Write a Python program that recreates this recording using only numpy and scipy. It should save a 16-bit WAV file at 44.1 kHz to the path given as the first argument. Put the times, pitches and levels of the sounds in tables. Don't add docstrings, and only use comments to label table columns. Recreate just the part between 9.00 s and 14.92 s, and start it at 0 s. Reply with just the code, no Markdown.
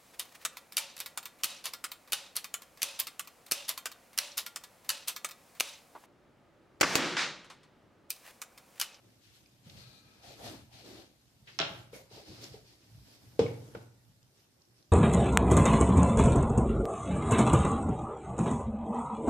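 import sys
import numpy as np
from scipy import signal
from scipy.fft import rfft, irfft
from scipy.io import wavfile
from scipy.ndimage import uniform_filter1d

SR = 44100
rng = np.random.default_rng(int(sys.argv[2]) if len(sys.argv) > 2 else 0)


def wav_out(sig):
    wavfile.write(sys.argv[1], SR, np.round(np.clip(np.atleast_2d(sig).T, -1, 1) * 32767).astype(np.int16))


N = 261017

# (start [s], length [s], rustle [dB], rub [dB], hiss [dB], hollow resonance [Hz])
NOISE_SWELLS = [(0.0, 0.077, -89, -65, -90, 316), (0.193, 0.1, -65.5, -90, -74, 345),
                (0.3, 0.07, -66, -87, -68, 347), (0.619, 0.2, -62.5, -62, -71, 227.2),
                (0.733, 0.082, -55, -68, -66, 199), (0.823, 0.16, -61, -64, -70, 233),
                (1, 0.45, -66.5, -65.5, -82, 258.5), (1.201, 0.13, -55, -57.5, -64, 780),
                (1.348, 0.11, -62, -52.5, -60, 384), (1.402, 0.092, -49, -46.5, -54, 731),
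                (1.496, 0.061, -58.5, -52.5, -75, 317), (1.694, 0.12, -56, -61, -68.5, 846),
                (1.812, 0.19, -56, -55, -64, 427.4), (2.441, 0.11, -59, -68.5, -86, 402),
                (2.645, 0.16, -66, -58.5, -65, 395.3), (2.907, 0.035, -55, -50.5, -53, 564),
                (3.082, 0.12, -54.5, -56.5, -64.5, 850), (3.224, 0.18, -54.5, -57, -67.5, 404),
                (3.385, 0.056, -48.5, -53, -56, 370), (3.49, 0.054, -56, -63, -69, 545),
                (3.515, 0.04, -72, -58, -80, 760), (3.618, 0.12, -61.5, -69, -71.5, 407),
                (3.772, 0.41, -67.5, -70.5, -74, 299.4), (4.023, 0.13, -62, -67.5, -67.5, 302.4),
                (4.17, 0.54, -69.5, -67.5, -70, 303.4), (4.42, 0.41, -81, -58.5, -67, 453.4),
                (5.318, 0.083, -69, -76.5, -72.5, 396), (5.569, 0.045, -73, -90.5, -83, 398),
                (5.73, 0.052, -66.5, -84.5, -77, 398)]
# (frequency [Hz], gain [dB])
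FLAT = [(1000, 0)]


def gain_of(db):
    return 10 ** (np.asarray(db) / 20)


def unit_rms(x):
    return x / np.sqrt(np.mean(x ** 2) + 1e-20)


def curve_at(points, hz):
    points_hz, value = np.transpose(points)
    return np.interp(np.log(hz + 1), np.log(points_hz), value)


def panned(pan_db):
    return gain_of(np.array([[.5], [-.5]]) * pan_db)


def add(mix, start_s, sound):
    part = mix[:, max(round(start_s * SR), 0):][:, :sound.shape[-1]]
    part += sound[..., :part.shape[1]]


def paired(x, colour):
    # (frequency [Hz], left-right correlation [-1..1])
    likeness = [(50, 1), (250, 0.72), (500, 0.62), (1000, 0.24), (2000, -0.12), (4000, -0.0017),
                (8000, 0.019)]
    hz, (a, b) = np.fft.rfftfreq(x.shape[1], 1 / SR), rfft(x)
    same = np.clip(curve_at(likeness, hz), -1, 1)
    mid, side = a * np.sqrt((1 + same) / 2), b * np.sqrt((1 - same) / 2)
    return irfft(np.array([mid + side, mid - side]) * gain_of(curve_at(colour, hz)), x.shape[1])


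def kitchen(x, wet_db, colour, delay_s, build_s):
    # (frequency [Hz], t60 [s])
    room_t60 = [(100, 1), (260, 0.51), (700, 0.47), (1800, 0.5), (4800, 0.38), (14000, 0.46)]
    taps = paired(rng.standard_normal((2, SR)) * (rng.random((2, SR)) < .15), colour)
    hz, t, bands = signal.stft(taps, SR, nperseg=256)
    decay = gain_of(-60 * t / curve_at(room_t60, hz)[:, None])
    tail = signal.istft(bands * decay, SR, nperseg=256)[1][:, :SR]
    tail *= np.clip((np.arange(SR) / SR - delay_s) / build_s, 0, 1)
    tail *= gain_of(wet_db) / np.linalg.norm(tail[0])
    return x + signal.fftconvolve(x, tail, axes=1)[:, :N]


def swells(starts_s, lengths_s, levels_db, bed_db, release_db_per_s=150):
    attack_s, ease_db_per_s, bed_db_per_s = 0.061, 5, 0.34
    now = np.arange(0, N, 32) / SR
    power = gain_of(bed_db - bed_db_per_s * (now - now.mean())) ** 2
    for start_s, length_s, db in zip(starts_s, lengths_s, levels_db):
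        t = np.maximum(now - start_s, 0)
        rise = np.sin(np.pi / 2 * np.minimum(t / attack_s, 1)) ** 2
        fall_db = ease_db_per_s * t + release_db_per_s * np.maximum(t - length_s, 0)
        power += (rise * gain_of(db - fall_db)) ** 2
    return np.interp(np.arange(N) / SR, now, np.sqrt(power))


def friction(colour, grain_db, patchy_db, resonance=None):
    slips = rng.standard_normal((2, N))
    slips *= gain_of(grain_db * unit_rms(uniform_filter1d(rng.standard_normal(N), 90)))
    hz, t, bands = signal.stft(paired(slips, colour), SR, nperseg=512)
    patches = uniform_filter1d(rng.standard_normal(bands.shape[1:]), 7, axis=0)
    field_db = patchy_db * unit_rms(uniform_filter1d(patches, 6, axis=1))
    if resonance is not None:
        times_s, centre_hz, height_db, width_oct = resonance
        octaves = np.log2((hz[:, None] + 1) / np.interp(t, times_s, centre_hz))
        bell = np.exp(-(octaves / width_oct) ** 2) - .5
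        field_db += np.interp(t, times_s, height_db * np.ones(len(times_s))) * bell
    return unit_rms(signal.istft(bands * gain_of(field_db), nperseg=512)[1][:, :N])


def hiss():
    # (frequency [Hz], gain [dB])
    colour = [(200, -3), (1500, -2.5), (6000, -2), (9000, -5.5), (14500, -7.5)]
    starts_s, lengths_s, _, _, hiss_db, _ = np.transpose(NOISE_SWELLS)
    level = swells(starts_s, lengths_s, hiss_db, bed_db=-74)
    return gain_of(2.5) * level * friction(colour, grain_db=1.05, patchy_db=2.04)


def dragged_crockery():
    # (start [s], length [s], level [dB])
    drags = [(0.774, 0.85, -69)]
    # (frequency [Hz], relative level [dB])
    modes = [(1300, 3), (1620, -1), (2420, 4)]
    slips = rng.standard_normal((2, N))
    tones = sum(gain_of(db) * unit_rms(signal.lfilter(*signal.iirpeak(hz, Q=31, fs=SR), slips))
                for hz, db in modes)
    return unit_rms(tones) * swells(*np.transpose(drags), bed_db=-np.inf)


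def hollow_resonance(starts_s, start_hz):
    sink_oct_per_s, height_db, width_oct = 1.76, 8, .35
    now = np.arange(0, N, 128) / SR
    latest = np.maximum(np.searchsorted(starts_s, now) - 1, 0)
    centre_hz = start_hz[latest] * 2 ** (-sink_oct_per_s * (now - starts_s[latest]))
    return now, centre_hz, height_db, width_oct


def handling():
    # (frequency [Hz], gain [dB])
    rumble_colour = [(20, -37), (38, -19), (55, -3.5), (85, -7), (120, 5), (160, -7), (200, -7), (260, -24),
                     (500, -35)]
    rub_colour = [(130, -28.5), (195, -1), (320, -0.5), (450, -4.5), (570, -2), (700, -5), (850, -7),
                  (1050, -13.5), (1500, -14), (2000, -17.5), (5000, -46)]
    rustle_colour = [(500, -23.5), (1200, -11.5), (1800, -6), (2500, -2.5), (3400, -1), (4300, 1.5),
                     (5400, -3.5), (6500, -8), (8500, -16.5), (14000, -22.5)]
    # (start [s], length [s], rumble [dB])
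    leans = [(0.637, 0.14, -55), (1.5, 0.06, -53.5), (1.664, 0.18, -61.5), (2.37, 0.5, -64),
             (3.247, 0.069, -54), (3.43, 0.13, -54.5), (3.864, 0.17, -56), (4.177, 0.48, -56.5),
             (4.939, 0.19, -62)]
    # (time [s], resonance [Hz], height [dB], pan [dB])
    brush = [(0.7, 4300, -2.5, 4.5), (1.0, 4020, 12, 9.5), (1.08, 4260, 0.5, 5), (1.8, 4380, -0.5, 4.5),
             (3.299, 5100, 3.5, 1), (5.6, 5400, 9.5, -2)]
    starts_s, lengths_s, rustle_db, rub_db, _, hollow_hz = np.transpose(NOISE_SWELLS)
    brush_s, brush_hz, height_db, pan_db = np.transpose(brush)
    speed = swells(starts_s, lengths_s, rustle_db, bed_db=-77)
    pressure = swells(starts_s, lengths_s, rub_db, bed_db=-72.5)
    leaning = swells(*np.transpose(leans), bed_db=-68, release_db_per_s=69.5)
    weight = np.hypot(leaning, gain_of(-6) * pressure)
    rumble = weight * friction(rumble_colour, grain_db=-1.0, patchy_db=2.0) * panned(-1.1)
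    hollow = hollow_resonance(starts_s, hollow_hz)
    rub = pressure * friction(rub_colour, grain_db=1.4, patchy_db=1.5, resonance=hollow)
    brushing = (brush_s, brush_hz, height_db, .2)
    rustle = speed * friction(rustle_colour, grain_db=1.0, patchy_db=0.77, resonance=brushing)
    rustle *= panned(np.interp(np.arange(N) / SR, brush_s, pan_db))
    return gain_of(-1.5) * rumble + gain_of(-0.5) * rub + gain_of(-1.46) * rustle


def ticks():
    # (time [s], level [dB], pitch [Hz], t60 [s], fuzz [0..1])
    touches = [(0.46, -54, 2550, 0.018, 0.07), (0.4605, -50, 4940, 0.011, 0.03),
               (0.6965, -42, 3880, 0.028, 0.26), (2.4705, -43.5, 2398, 0.17, 0.36),
               (2.933, -48.5, 2210, 0.2, 0.14), (3.441, -30.5, 5630, .0093, 0.23),
               (4.4632, -34, 2210, 0.03, 0.04), (4.750, -34, 1255, 0.034, 0.48),
               (5.2286, -54.5, 5660, 0.018, .2), (5.6185, -52, 5360, 0.019, 0.15),
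               (5.6525, -55, 5200, 0.01, 0.08), (5.826, -54, 4970, 0.018, .18)]
    out, t = np.zeros((2, N)), np.arange(4096) / SR
    for time_s, db, hz, t60_s, fuzz in touches:
        wobble = unit_rms(uniform_filter1d(rng.standard_normal((2, len(t))), size=16))
        cycles = np.cumsum(hz * (1 + fuzz * wobble), 1) / SR
        envelope = gain_of(db - 60 * t / t60_s) * (1 - np.exp(-t / (0.0359 * t60_s)))
        add(out, time_s, envelope * np.sin(2 * np.pi * cycles))
    return kitchen(out, wet_db=-7.0, colour=FLAT, delay_s=0.0024, build_s=0.01017)


def crack(colour, t60_s, scatter, tilt_db_per_oct=0, peak_hz=2000, peak_db=0):
    size, half_width_oct = 4096, 0.5
    hz, t = abs(np.fft.fftfreq(size, 1 / SR)), np.arange(size) / SR
    resonance_db = peak_db / (1 + (np.log2((hz + 1) / peak_hz) / half_width_oct) ** 2)
    colour_db = curve_at(colour, hz) + resonance_db + tilt_db_per_oct * np.log2((hz + 100) / 2000)
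    minimum_phase = np.exp(np.conj(signal.hilbert(np.log(gain_of(colour_db)))))
    burst = paired(rng.standard_normal((2, size)), FLAT) * gain_of(-60 * t / t60_s)
    burst *= scatter / np.linalg.norm(burst[0])
    burst[:, 0] += 1
    sound = np.fft.ifft(np.fft.fft(burst) * minimum_phase).real
    return unit_rms(sound) * np.sqrt(SR / 1000 / size)


def ring(modes, pitch, rise_s):
    t = np.arange(SR) / SR
    tones = sum(gain_of(db - 60 * t / t60_s) * np.sin(2 * np.pi * hz * pitch * t)
                for hz, db, t60_s in modes)
    return tones * (1 - np.exp(-t / rise_s))


def dish():
    # (time [s], level [dB], resonance [Hz], half its height [dB], pan [dB])
    clacks = [(2.589, -23, 5330, 9, -5), (2.5914, -28, 3010, 16, 0), (2.5927, -23, 1420, 5.5, 1.5),
              (2.5994, -27, 3620, 6.1, 7.5), (2.6011, -21.5, 3430, 4, 0.5), (2.6129, -29, 3200, 11, 10),
              (2.6165, -26.5, 3900, 10, 9.5)]
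    # (frequency [Hz], gain [dB])
    clack_colour = [(80, -9), (300, -6.5), (650, 1.5), (950, -2.5), (1400, 1), (1950, -1), (3300, 1),
                    (4500, -4), (5400, -5), (7000, -11.5), (8500, -24.5), (14000, -36)]
    # (nominal frequency [Hz], level [dB], t60 [s])
    modes = [(584, -48.5, 0.68), (661, -47, 0.26), (691, -45, 0.56), (1392, -42.5, 0.46), (1411, -51, 0.43),
             (1573, -32.5, 0.096), (2720, -40.5, 0.166), (3270, -49, .26), (3370, -44, 0.31)]
    contacts, ringing = np.zeros((2, N)), np.zeros((2, N))
    for time_s, db, peak_hz, half_db, pan_db in clacks:
        clack = crack(clack_colour, t60_s=0.011, scatter=1.92, peak_hz=peak_hz, peak_db=2 * half_db)
        add(contacts, time_s, gain_of(db) * panned(pan_db) * clack)
    add(ringing, clacks[0][0], panned(1.9) * ring(modes, pitch=0.97, rise_s=0.0019))
    room_colour = [(100, 4), (650, 5.5), (1400, -2.5), (3300, -4.5), (6000, -8.5)]
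    return ringing + kitchen(contacts, wet_db=-1.0, colour=room_colour, delay_s=0.0029, build_s=0.006)


def table_knocks():
    # (time [s], level [dB], pitch [ratio], relative crack [dB], relative boom [dB])
    knocks = [(0.663, -47, 0.405, -31, -28), (2.6005, -28.5, 1.42, 4, -9), (2.603, -33.5, .92, 4, -3),
              (2.689, -44, 1.8, -10, 16.5), (2.931, -37.5, 1.01, -3.5, -29), (3.112, -47, 0.91, -7, 1),
              (3.177, -43.5, 0.93, -6, -15), (3.279, -44, 0.67, -18, 13), (3.317, -46, 0.76, 2, -6),
              (3.441, -43, 0.73, -22, -3), (3.541, -39, 0.94, -16, -13), (4.3924, -9, 1, -6, -1.5),
              (4.4143, -27.5, 1.02, -8, -25), (4.420, -35.5, 0.94, -8, -29), (4.439, -32.5, .72, -7, -23),
              (4.4555, -24.5, 1.06, -9.5, -22), (4.7489, -33.5, 1.016, -1, 4.5),
              (4.768, -41.5, 0.73, -3, -8)]
    # (nominal frequency [Hz], level [dB], t60 [s])
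    wood_modes = [(460.4, 10.5, 0.031), (462, -26.5, 0.46), (413, -20.5, 0.043), (529, -13, .06),
                  (585, -34.5, .25), (290, -27.5, .3)]
    top_modes = [(100.7, -26, .65), (120.1, -24.5, 1), (141.7, -27.5, .7), (192, -14.5, 0.092)]
    # (frequency [Hz], gain [dB])
    crack_colour = [(50, -15.5), (160, 1.5), (400, 0.5), (850, 1), (1150, -6), (1400, -9.5), (1800, -13.5),
                    (2300, -8.5), (3000, -9.5), (5200, -12), (8000, -22.5), (14000, -39)]
    blows, swing = np.zeros((2, N)), np.zeros((2, N))
    boom, boom_lag_s = ring(top_modes, pitch=0.98, rise_s=0.0014), 0.01202
    for time_s, db, pitch, crack_db, boom_db in knocks:
        add(blows, time_s, gain_of(db) * ring(wood_modes, pitch, rise_s=0.0058))
        contact = crack(crack_colour, t60_s=0.12, scatter=5.4, tilt_db_per_oct=-1.5)
        add(blows, time_s, gain_of(db + crack_db - 3.0) * contact)
        add(swing, time_s + boom_lag_s, gain_of(db + boom_db) * boom)
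    room_colour = [(100, -1.5), (300, -4), (430, -7.5), (490, -9.0), (620, -3.5), (800, -2.0), (2000, 0)]
    in_room = kitchen(blows * panned(1.7), wet_db=-3.0, colour=room_colour, delay_s=0.01, build_s=0.004)
    return swing * panned(-1.2) + in_room


def scene():
    return dish() + table_knocks() + ticks() + handling() + hiss() + dragged_crockery()


def record(dry):
    low_cut_hz, edge_hz = 45, 14650
    heard = signal.sosfilt(signal.butter(6, low_cut_hz, "high", fs=SR, output="sos"), dry)
    lowpass = signal.firwin(511, edge_hz, window=("kaiser", 9), fs=SR)
    return signal.oaconvolve(heard, lowpass[None], "same")


dry = scene()
out = record(dry)
wav_out(out)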